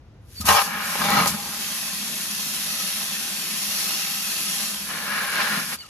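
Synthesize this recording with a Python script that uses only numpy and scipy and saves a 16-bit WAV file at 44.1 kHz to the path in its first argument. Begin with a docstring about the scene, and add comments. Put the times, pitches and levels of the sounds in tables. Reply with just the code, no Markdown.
"""Over a faint outdoor rumble, a faint hiss swells with a thin whistle as a valve opens, then its lever clicks.
A jet of water spits, drums on a plastic bucket or slants along its wall, and patters on plant roots.
When the valve shuts, water trickles off the roots and the draining head squeaks.
Water is random tiny impacts, coloured by smooth spectra or passed through resonances of the plastic,
the hollows and the air; whistle and squeaks are gliding sines, the click and thuds fading ones."""
import sys
import numpy as np
from scipy import signal
from scipy.fft import rfft, irfft, next_fast_len
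from scipy.io import wavfile
from scipy.ndimage import uniform_filter1d, map_coordinates

SR = 44100
rng = np.random.default_rng(int(sys.argv[2]) if len(sys.argv) > 2 else 0)


def put_to_file(sound):
    """Save the sound as 16-bit audio at rate SR, in the file named by the first command-line argument."""
    columns = np.atleast_2d(sound).T  # one column per channel
    safe = np.clip(columns, -1, 1)
    whole_steps = np.round(safe * 32767)
    wavfile.write(sys.argv[1], SR, whole_steps.astype(np.int16))


N = 259749

# Levels below are relative: some are raised or lowered again where they are used.
# outdoor rumble: (time [s], level [dB])
RUMBLE_LEVEL = [(.45, -46.5), (.75, -55), (1.6, -58.5)]
# faint hiss swelling up to the click: (time [s], level [dB])
EARLY_HISS_LEVEL = [(0.2, -82), (0.27, -61), (0.31, -52.5), (0.39, -42.5), (0.415, -34), (0.45, -58),
                    (0.5, -120)]
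# thin whistle of the half-open valve: (time [s], pitch [Hz], level [dB])
VALVE_WHISTLE = [(0.345, 4600, -58), (0.372, 4530, -38), (0.392, 4540, -36), (0.402, 4350, -41),
                 (0.418, 4400, -39), (0.435, 4380, -70)]
# jolts of bucket and handle as the jet starts or jumps:
# (time [s], thud level [dB], spit level [dB], spit rise [s], spit fall by 60 dB [s])
JOLTS = [(0.399, -13, -49.5, .002, .05), (0.404, -39, -21.5, 0.0063, 0.082),
         (0.442, -12.5, -43, .002, .057), (0.453, -28, -20, 0.0018, 0.1), (0.486, -11, -21, .001, 0.13),
         (1.268, -28, -12.5, 0.0059, 0.13)]
# jet sweeping squarely over the bucket wall:
# (start [s], loudest [s], end [s], drumming level [dB], boom level [dB])
SQUARE_HITS = [(0.44, 0.473, 0.6, -35, -55), (0.487, 0.489, .625, -17, -45), (1.02, 1.205, 1.286, -22, -27),
               (5.563, 5.58, 5.61, -41, -36.5)]
# hiss, growing as more of the jet strikes the plant and hand: (time [s], level [dB])
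HISS_LEVEL = [(0.66, -36), (0.72, -42.5), (0.8, -41), (0.88, -34.5), (1.22, -33), (1.4, -39), (1.63, -35.5),
              (2.2, -35.5), (2.85, -33.5), (3.35, -35.5), (3.83, -32), (4.22, -34), (4.64, -32.5),
              (4.76, -36.5), (4.87, -38), (4.98, -38.5), (5.08, -39), (5.72, -35.5)]
# slugs of water slapping the bucket wall: (time [s], level [dB])
SLAP_TIMES = [(0.4845, -11), (0.489, -5.5), (0.498, -13.5), (0.506, -14), (0.517, -16), (0.555, -13),
              (0.778, -29), (0.954, -15), (1.005, -19), (1.026, -29.5), (1.05, -16), (1.104, -10),
              (1.259, -9)]
# jet slanting along the wet wall:
# (start [s], loudest [s], end [s], ring level [dB], splash level [dB], note pitch [Hz], note level [dB])
SLANTING_SWEEPS = [(0.61, 0.81, 1.004, -31, -38.5, 1695, -32.5), (0.962, 1.12, 1.34, -31, -30, 1660, -39),
                   (4.88, 4.908, 5.26, -35.5, -34, 1725, -37.5),
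                   (5.097, 5.195, 5.28, -31.5, -36, 1663, -28.5),
                   (5.315, 5.402, 5.48, -26, -26.5, 1650, -26),
                   (5.49, 5.535, 5.63, -28.5, -30.5, 1704, -27.5),
                   (5.71, 5.728, 5.75, -30, -35, 1660, -37.5)]
# squeaks of the draining head:
# (time [s], starting pitch [Hz], final pitch [Hz], level [dB], length [s])
HEAD_SQUEAKS = [(5.773, 4400, 4700, -42, 0.02), (5.778, 4680, 4200, -35, 0.052),
                (5.801, 3010, 2700, -39.5, 0.038), (5.797, 2150, 2250, -47, 0.02),
                (5.829, 1430, 1100, -45, 0.025), (5.841, 2950, 2550, -46.5, 0.029),
                (5.843, 4520, 4540, -45, 0.028), (5.852, 1200, 1400, -48.5, 0.017),
                (5.876, 2850, 2950, -50, 0.016)]

# resonances of the flexing bucket base: (pitch [Hz], width [Hz], level [dB])
BASE_MODES = [(83, 9.9, -12), (209, 38, -6.5), (406, 120, -26)]
# resonances of the bucket wall: (pitch [Hz], width [Hz], level [dB])
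WALL_MODES = [(84, 5.6, -18), (451.6, 13, -3), (579.5, 28, -0.5), (814, 33.5, 9), (973, 41, 3.5),
              (1062, 41, 6), (1252, 66, 2.5), (1440, 29, -9), (1585, 65, -3.5), (1856, 42, 0),
              (2277, 50, -4.5), (2787, 84, -1), (3230, 32, -19)]
# ring of the wall under a slanting jet: (pitch [Hz], width [Hz], level [dB])
WET_WALL_MODES = [(594, 70, -9.5), (810, 22, -3), (1060, 70, -0.5), (1253, 40, 1.5), (1418, 72, 1.5),
                  (1840, 56, -2.5), (2220, 90, -2), (2396, 120, -3.5), (2574, 84, -3.5), (2870, 190, -5)]
# air cavity and base of the bucket: (pitch [Hz], width [Hz], level [dB])
CAVITY_MODES = [(158, 36, -10), (209, 24, 0)]
# hollows of hand and bucket around the roots: (pitch [Hz], width [Hz], level [dB])
HOLLOW_MODES = [(607, 31, -5.5), (797, 12.6, 7), (1038, 52, -2), (1296, 67, 4), (1750, 67, -4.5),
                (2134, 60, 3.5), (2566, 64, 7), (2813, 130, 6), (3193, 86, 3.5), (3450, 92, 6),
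                (3743, 51, 5), (4205, 91, 8.5), (4480, 140, 4.5), (5590, 470, 7), (7220, 120, -3)]

# spectrum of the outdoor rumble: (frequency [Hz], density [dB per Hz])
OUTDOOR_COLOUR = [(25, -14), (50, 3), (78, 6), (115, 0.5), (200, -11), (500, -17.5), (1200, -26),
                  (2500, -31.5), (6000, -39), (15000, -66)]
# spectrum of the finest droplets: (frequency [Hz], density [dB per Hz])
MIST_COLOUR = [(300, -40), (1500, -6.5), (3000, -2.5), (5500, 0), (8000, -3.5), (10800, 1), (13500, -5.5),
               (14500, -3.5), (15800, -13)]
# spectrum of a spit of water: (frequency [Hz], density [dB per Hz])
SPIT_COLOUR = [(300, -10), (1100, -2), (2000, -15), (5000, 3), (8000, 1.5), (13500, -2), (15000, -11)]
# spectrum of splashing on the wall: (frequency [Hz], density [dB per Hz])
WALL_COLOUR = [(300, -25), (640, -16), (850, -31), (1200, 6), (1650, 1.5), (1980, 0), (2400, 0),
               (5000, -1.5), (7000, -12), (15000, -39)]
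# spectrum of splashing from a slanting jet: (frequency [Hz], density [dB per Hz])
GRAZE_COLOUR = [(200, -12), (600, 1), (1300, 1), (1980, 4), (2650, -0.5), (4300, 3), (7500, -13.5),
                (15000, -58)]
# spectrum of splashing on the roots: (frequency [Hz], density [dB per Hz])
ROOT_COLOUR = [(90, -28), (150, -1.5), (450, -7), (1200, -3.5), (3000, -3), (5500, -4), (8000, -5.5),
               (13000, -13), (15000, -30)]

# how alike left and right are: (frequency [Hz], likeness [0-1])
LEFT_RIGHT_LIKENESS = [(100, 0.96), (300, 0.97), (800, 0.47), (1300, 0.74), (2200, 0.33), (5000, 0.15),
                       (7500, 0.44), (9500, 0.84), (11500, 0.96), (13300, 1), (14500, 1)]
# how far left runs ahead of right: (frequency [Hz], phase [rad])
LEFT_LEAD = [(60, 0), (200, .22), (700, .65), (1500, .35), (2700, 1.3), (3800, 1.5), (5000, 2.6),
             (6500, -.5), (8400, -3.1), (10600, -6), (12700, -6.5), (14200, -9.4)]

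# main flow: opening and closing times, then how gradually it builds and dies [s]
OPEN_S, SHUT_S, BUILD_S, DIE_S = 0.4754, 5.744, 0.018, 0.016
CLICK_S, CLICK_RISE_S = 0.414, 0.005
SURGE_DB, SURGE_S = 9, 0.22  # pressure stored in the hose makes the first moments louder
WALL_EDGE_DB = 7.5  # how much weaker a square hit is at its ends
RUNOFF_DB, RUNOFF_DB_PER_S = -10.5, 31.5  # water running down the wall afterwards
BOOM_EDGE_DB, BOOM_DB_PER_S = 9, 135  # the same weakening, and the fall, for the boom
FALLING_WATER_DB = -47.5  # steady feed of the boom
GRAZE_EDGE_DB, GRAZE_DB_PER_S = 7, 265
NOTE_WIDTH_HZ = 75
ROOTS_FROM_S, ROOTS_TO_S, ROOTS_SLIDE_S = 1.43, 4.8, 0.12  # jet held on the roots; slide on and off
PATTER_GROWS, RING_GROWS = 0.1, 1.85  # dB gained per dB of hiss
TRICKLE_DB, TRICKLE_DB_PER_S = -43, 38
TOP_HZ = 15850  # nothing is kept from here up


def amp(db):
    """Turn decibels into a gain."""
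    return 10 ** (np.asarray(db) / 20)


def unit(x):
    """Scale a sound to an rms level of 1."""
    return x / np.sqrt(np.mean(x ** 2) + 1e-20)


def along(points, hz):
    """Read a value between (frequency, value) points on a log frequency axis."""
    f, v = np.transpose(points)
    return np.interp(np.log(hz + 1), np.log(f + 1), v)


def seconds():
    """The time of every sample."""
    return np.arange(N) / SR


def curve(rows):
    """One value per sample from (time, value) rows."""
    return np.interp(seconds(), *np.transpose(rows))


def wobble(rate):
    """A smooth random curve with the given number of random points a second."""
    return map_coordinates(rng.standard_normal(4096), [np.arange(N) * rate / SR], mode="mirror")


def filtered(x, response):
    """Multiply the spectrum of x by a response that depends on frequency."""
    size = next_fast_len(N + SR // 2)
    return irfft(rfft(x, size) * response(np.fft.rfftfreq(size, 1 / SR)), size)[..., :N]


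def coloured(x, spectrum):
    """Give x a smooth spectrum, at rms 1."""
    return unit(filtered(x, lambda hz: amp(along(spectrum, hz))))


def rung(x, modes):
    """Pass x through resonances, at rms 1; neighbouring ones swing in opposite senses."""
    def response(f):
        total = 0
        for k, (centre, width, db) in enumerate(modes):
            resonance = 1j * f * width / (centre * centre - f * f + 1j * f * width)
            total = total + (-1) ** k * amp(db) * resonance
        return total
    return unit(filtered(x, response))


def droplets(rate, spread_db, clump_db):
    """Two streams of tiny impacts of random size; the jet breaks up in clumps that both share."""
    lands = rng.random((2, N)) < rate / SR  # rate is impacts a second
    spread = amp(spread_db * np.clip(rng.standard_normal((2, N)), -2, 2))
    size = spread * rng.standard_normal((2, N))
    clumps = amp(clump_db * (wobble(170) + wobble(40)))
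    return unit(lands * size * clumps)


def patchy(x, depth_db, size=(4, 24)):
    """Let the colour drift, about 170 Hz by 140 ms at a time, as the jet wanders."""
    z = signal.stft(x, nperseg=1024, noverlap=768)[2]
    field = rng.standard_normal(z.shape[1:])
    field = uniform_filter1d(field, size[0], 0)
    field = uniform_filter1d(field, size[1], 1)
    drifting = z * amp(depth_db * unit(field))
    return unit(signal.istft(drifting, nperseg=1024, noverlap=768)[1][:, :N])


def gate(start, end, attack, release):
    """1 from start to end, rising smoothly before and dying away after."""
    t = seconds()
    before = np.maximum(start - t, 0) / attack
    after = np.maximum(t - end, 0) / release
    return np.exp(-before ** 2 - after ** 2)


def sweep(start, loudest, end, edge_db, fall_db_per_s, tail_db=0, arch=1.27, attack=0.038):
    """Gain as the jet crosses a surface: an arch, strongest in between, then a dying tail."""
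    t = seconds()
    off_centre = np.interp(t, [start, loudest, end], [1, 0, 1])
    tail = (t > end) * (tail_db - fall_db_per_s * (t - end))
    return gate(start, np.inf, attack, 1) * amp(tail - edge_db * off_centre ** arch)


def flow():
    """Gain of the main jet: on while the valve is open."""
    return gate(OPEN_S, SHUT_S, BUILD_S, DIE_S)


def outdoors():
    """Noise with a falling spectrum makes the faint low rumble of the surroundings."""
    return amp(curve(RUMBLE_LEVEL)) * coloured(rng.standard_normal((2, N)), OUTDOOR_COLOUR)


def valve(ring_hz=1240, ring_db=-27, ring_t60=0.071):
    """A faint hiss swells, with a wavering whistle, as the valve opens; the lever clicks home and rings."""
    early_hiss = coloured(droplets(rate=17000, spread_db=6, clump_db=0.5), MIST_COLOUR)
    out = amp(curve(EARLY_HISS_LEVEL)) * early_hiss
    s, hz, db = np.transpose(VALVE_WHISTLE)
    pitch = np.interp(seconds(), s, hz) * (1 + .015 * wobble(400))
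    whistle_db = np.interp(seconds(), s, db, -120, -120) + 2 * wobble(200)
    # row 0 is the stream that left and right share
    out[0] += amp(whistle_db) * np.sqrt(2) * np.sin(2 * np.pi * np.cumsum(pitch) / SR)
    t = np.maximum(seconds() - CLICK_S, 0)
    click_gain = amp(ring_db - 60 * t / ring_t60) * (1 - np.exp(-t / CLICK_RISE_S))
    out[0] += click_gain * np.sin(2 * np.pi * ring_hz * t)
    return out


def spurts(attack=0.0054):
    """Each slug of water thuds on the bucket's base and spits; narrow resonances ring longest."""
    out = np.zeros((2, N))
    spit = coloured(droplets(rate=11000, spread_db=2.0, clump_db=-1.2), SPIT_COLOUR)
    for s, thud_db, spit_db, rise, t60 in JOLTS:
        t = np.maximum(seconds() - s, 0)
        out += (1 - np.exp(-t / rise)) * amp(spit_db - 60 * t / t60) * spit
        thud = np.zeros(N)
        for hz, width, db in BASE_MODES:
            thud += amp(db) * np.exp(-np.pi * width * t) * np.sin(2 * np.pi * hz * t)
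        out[0] += (1 - np.exp(-t / attack)) * amp(thud_db) * thud
    return out


def wall():
    """Square hits drum on the thin plastic and make its resonances ring."""
    drops = droplets(rate=11000, spread_db=3.5, clump_db=1.5)
    force = np.zeros(N)
    for *when, drum_db, _ in SQUARE_HITS:
        force += amp(drum_db) * sweep(*when, WALL_EDGE_DB, RUNOFF_DB_PER_S, RUNOFF_DB,
                                      arch=1.0, attack=0.0072)
    ring = rung(drops, WALL_MODES)
    splash = coloured(patchy(drops, depth_db=5.0), WALL_COLOUR)
    return force * (amp(2.5) * ring + amp(-2.0) * splash)


def boom(graze_db=-24, base_db=-15.0, low_db=-6, flutter_db=1.1, linger_db_per_s=45):
    """Heavy drops sound the air in the bucket; square hits stir its deepest mode and the base, which linger."""
    def hits(fall):
        return sum(amp(db) * sweep(*when, BOOM_EDGE_DB, fall) for *when, _, db in SQUARE_HITS)

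    grazes = np.zeros(N)
    for *when, ring_db, _, _, _ in SLANTING_SWEEPS:
        grazes += amp(ring_db + graze_db) * sweep(*when, GRAZE_EDGE_DB, GRAZE_DB_PER_S)
    drops = droplets(rate=1800, spread_db=2.5, clump_db=0.0)
    fluttering = unit(amp(flutter_db * wobble(28)) * rung(drops, CAVITY_MODES))
    feed = amp(FALLING_WATER_DB) + amp(-2.5) * hits(BOOM_DB_PER_S) + grazes
    air = flow() * feed * fluttering
    heavy = droplets(rate=1800, spread_db=-5.5, clump_db=0.0)
    deep_air = amp(low_db) * rung(heavy, CAVITY_MODES[:1])
    base = amp(base_db) * rung(heavy, BASE_MODES[:1])
    return amp(2.0) * air + hits(linger_db_per_s) * (deep_air + base)


def mist():
    """The finest droplets hiss while the valve is open, with extra push just after it opens."""
    drops = droplets(rate=26000, spread_db=-2.0, clump_db=0.37)
    hiss = coloured(patchy(drops, depth_db=2.4), MIST_COLOUR)
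    surge_db = SURGE_DB * np.clip(1 - (seconds() - OPEN_S) / SURGE_S, 0, 1)
    return flow() * amp(6.0 + curve(HISS_LEVEL) + surge_db) * hiss


def slaps(attack=0.00054, damping_hz=25, crack_db=-7, crack_t60=0.018):
    """Slugs of water slap the wall: a wet crack and a ring of its resonances, damped by the water."""
    out = np.zeros((2, N))
    t = np.arange(SR // 8) / SR
    for s, db in SLAP_TIMES:
        ring = np.zeros(len(t))
        for hz, width, level in WALL_MODES:
            fade = np.exp(-np.pi * (width + damping_hz) * t)
            tone = np.sin(2 * np.pi * (hz * t + rng.random()))
            ring += amp(level + rng.normal(0, 1.4)) * fade * tone
        blow = amp(crack_db - 60 * t / crack_t60) * rng.standard_normal((2, len(t)))
        blow[0] += (1 - np.exp(-t / attack)) * ring / np.abs(ring).max()
        out[:, round(s * SR):][:, :len(t)] += amp(db) * blow
    return out


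def graze():
    """A slanting jet rattles on the wet wall and sounds a narrow note, pitched by where it lands."""
    def drops():
        return droplets(rate=7000, spread_db=0.5, clump_db=0.67)

    ring = rung(drops(), WET_WALL_MODES)
    splash = coloured(drops(), GRAZE_COLOUR)
    feed, out = drops(), np.zeros((2, N))
    for *when, ring_db, splash_db, note_hz, note_db in SLANTING_SWEEPS:
        note = rung(feed, [(note_hz, NOTE_WIDTH_HZ, 0)])
        mix = amp(ring_db) * ring + amp(splash_db) * splash + amp(note_db) * note
        out += sweep(*when, GRAZE_EDGE_DB, GRAZE_DB_PER_S) * mix
    return flow() * out


def roots():
    """The jet patters on the roots; the more squarely it strikes, the more the hollows around them ring."""
    drops = droplets(rate=9000, spread_db=2.5, clump_db=0.42)
    aim_db = curve(HISS_LEVEL) - curve(HISS_LEVEL).mean()
    splash = coloured(patchy(drops, depth_db=2.2), ROOT_COLOUR)
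    ring = rung(patchy(drops, depth_db=1.5), HOLLOW_MODES)
    held = gate(ROOTS_FROM_S, ROOTS_TO_S, ROOTS_SLIDE_S, ROOTS_SLIDE_S)
    patter = amp(-37.5 + PATTER_GROWS * aim_db) * splash
    return held * (patter + amp(-34.5 + RING_GROWS * aim_db) * ring)


def trickle_and_squeaks():
    """After the valve shuts, water trickles off the roots and the draining head squeaks in unsteady glides."""
    t = seconds()
    trickle = coloured(droplets(rate=5000, spread_db=2, clump_db=1), ROOT_COLOUR)
    out = (t > SHUT_S) * amp(TRICKLE_DB - TRICKLE_DB_PER_S * np.abs(t - SHUT_S)) * trickle
    for s, from_hz, to_hz, db, length in HEAD_SQUEAKS:
        age = np.clip((t - s) / length, 0, 1)  # 0 at the start of the squeak, 1 at its end
        pitch = (from_hz + (to_hz - from_hz) * age ** 2) * (1 + .004 * wobble(200))
        swell = np.abs(np.sin(np.pi * age)) ** .6 * amp(db + wobble(120))
        out[0] += swell * np.sin(2 * np.pi * np.cumsum(pitch) / SR)
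    return out


def left_and_right(pair, pan_db):
    """Mix two unrelated streams into left and right, partly alike, shifted in phase, left louder by pan_db."""
    def blend(hz):
        turn = np.arccos(np.clip(along(LEFT_RIGHT_LIKENESS, hz), 0, .995)) / 2
        return np.array([np.cos(turn), np.sin(turn)])

    mid, side = filtered(pair, blend)
    ears = np.array([[.5], [-.5]])  # each ear takes half of the level and phase difference
    mixed = np.array([mid + side, mid - side])
    return amp(ears * pan_db) * filtered(mixed, lambda hz: np.exp(1j * ears * along(LEFT_LEAD, hz)))


def bucket_echo(x, wet_db, t60):
    """Short waves bounce briefly between the close walls, which ripples the treble."""
    t = np.arange(SR // 8) / SR
    tail = rng.standard_normal((2, len(t))) * amp(-60 * t / t60) * (t > .002)
    echo = signal.fftconvolve(x, tail / np.linalg.norm(tail[0]), axes=1)[:, :N]
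    colour = [(400, -40), (1500, -4), (5000, 0), (11000, -8)]  # (frequency [Hz], level [dB])
    return x + amp(wet_db) * filtered(echo, lambda hz: amp(along(colour, hz)))


def scene():
    """Put the spray just left of the middle and the struck wall a little further left, with the echo."""
    water = outdoors() + valve() + spurts() + boom() + mist() + roots() + trickle_and_squeaks()
    spray = left_and_right(water, pan_db=0.66)
    plastic = left_and_right(wall() + slaps() + graze(), pan_db=1.5)
    return bucket_echo(spray + plastic, wet_db=-14, t60=0.07)


def record(dry):
    """Thin the deepest bass, round off the highest peaks and keep nothing from the top limit up."""
    thinned = filtered(dry, lambda hz: hz ** 2 / np.sqrt(hz ** 4 + 52 ** 4))
    rounded = thinned / (1 + (thinned / .85) ** 6) ** (1 / 6)
    return filtered(rounded, lambda hz: hz < TOP_HZ)


dry = scene()
out = record(dry)
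put_to_file(out)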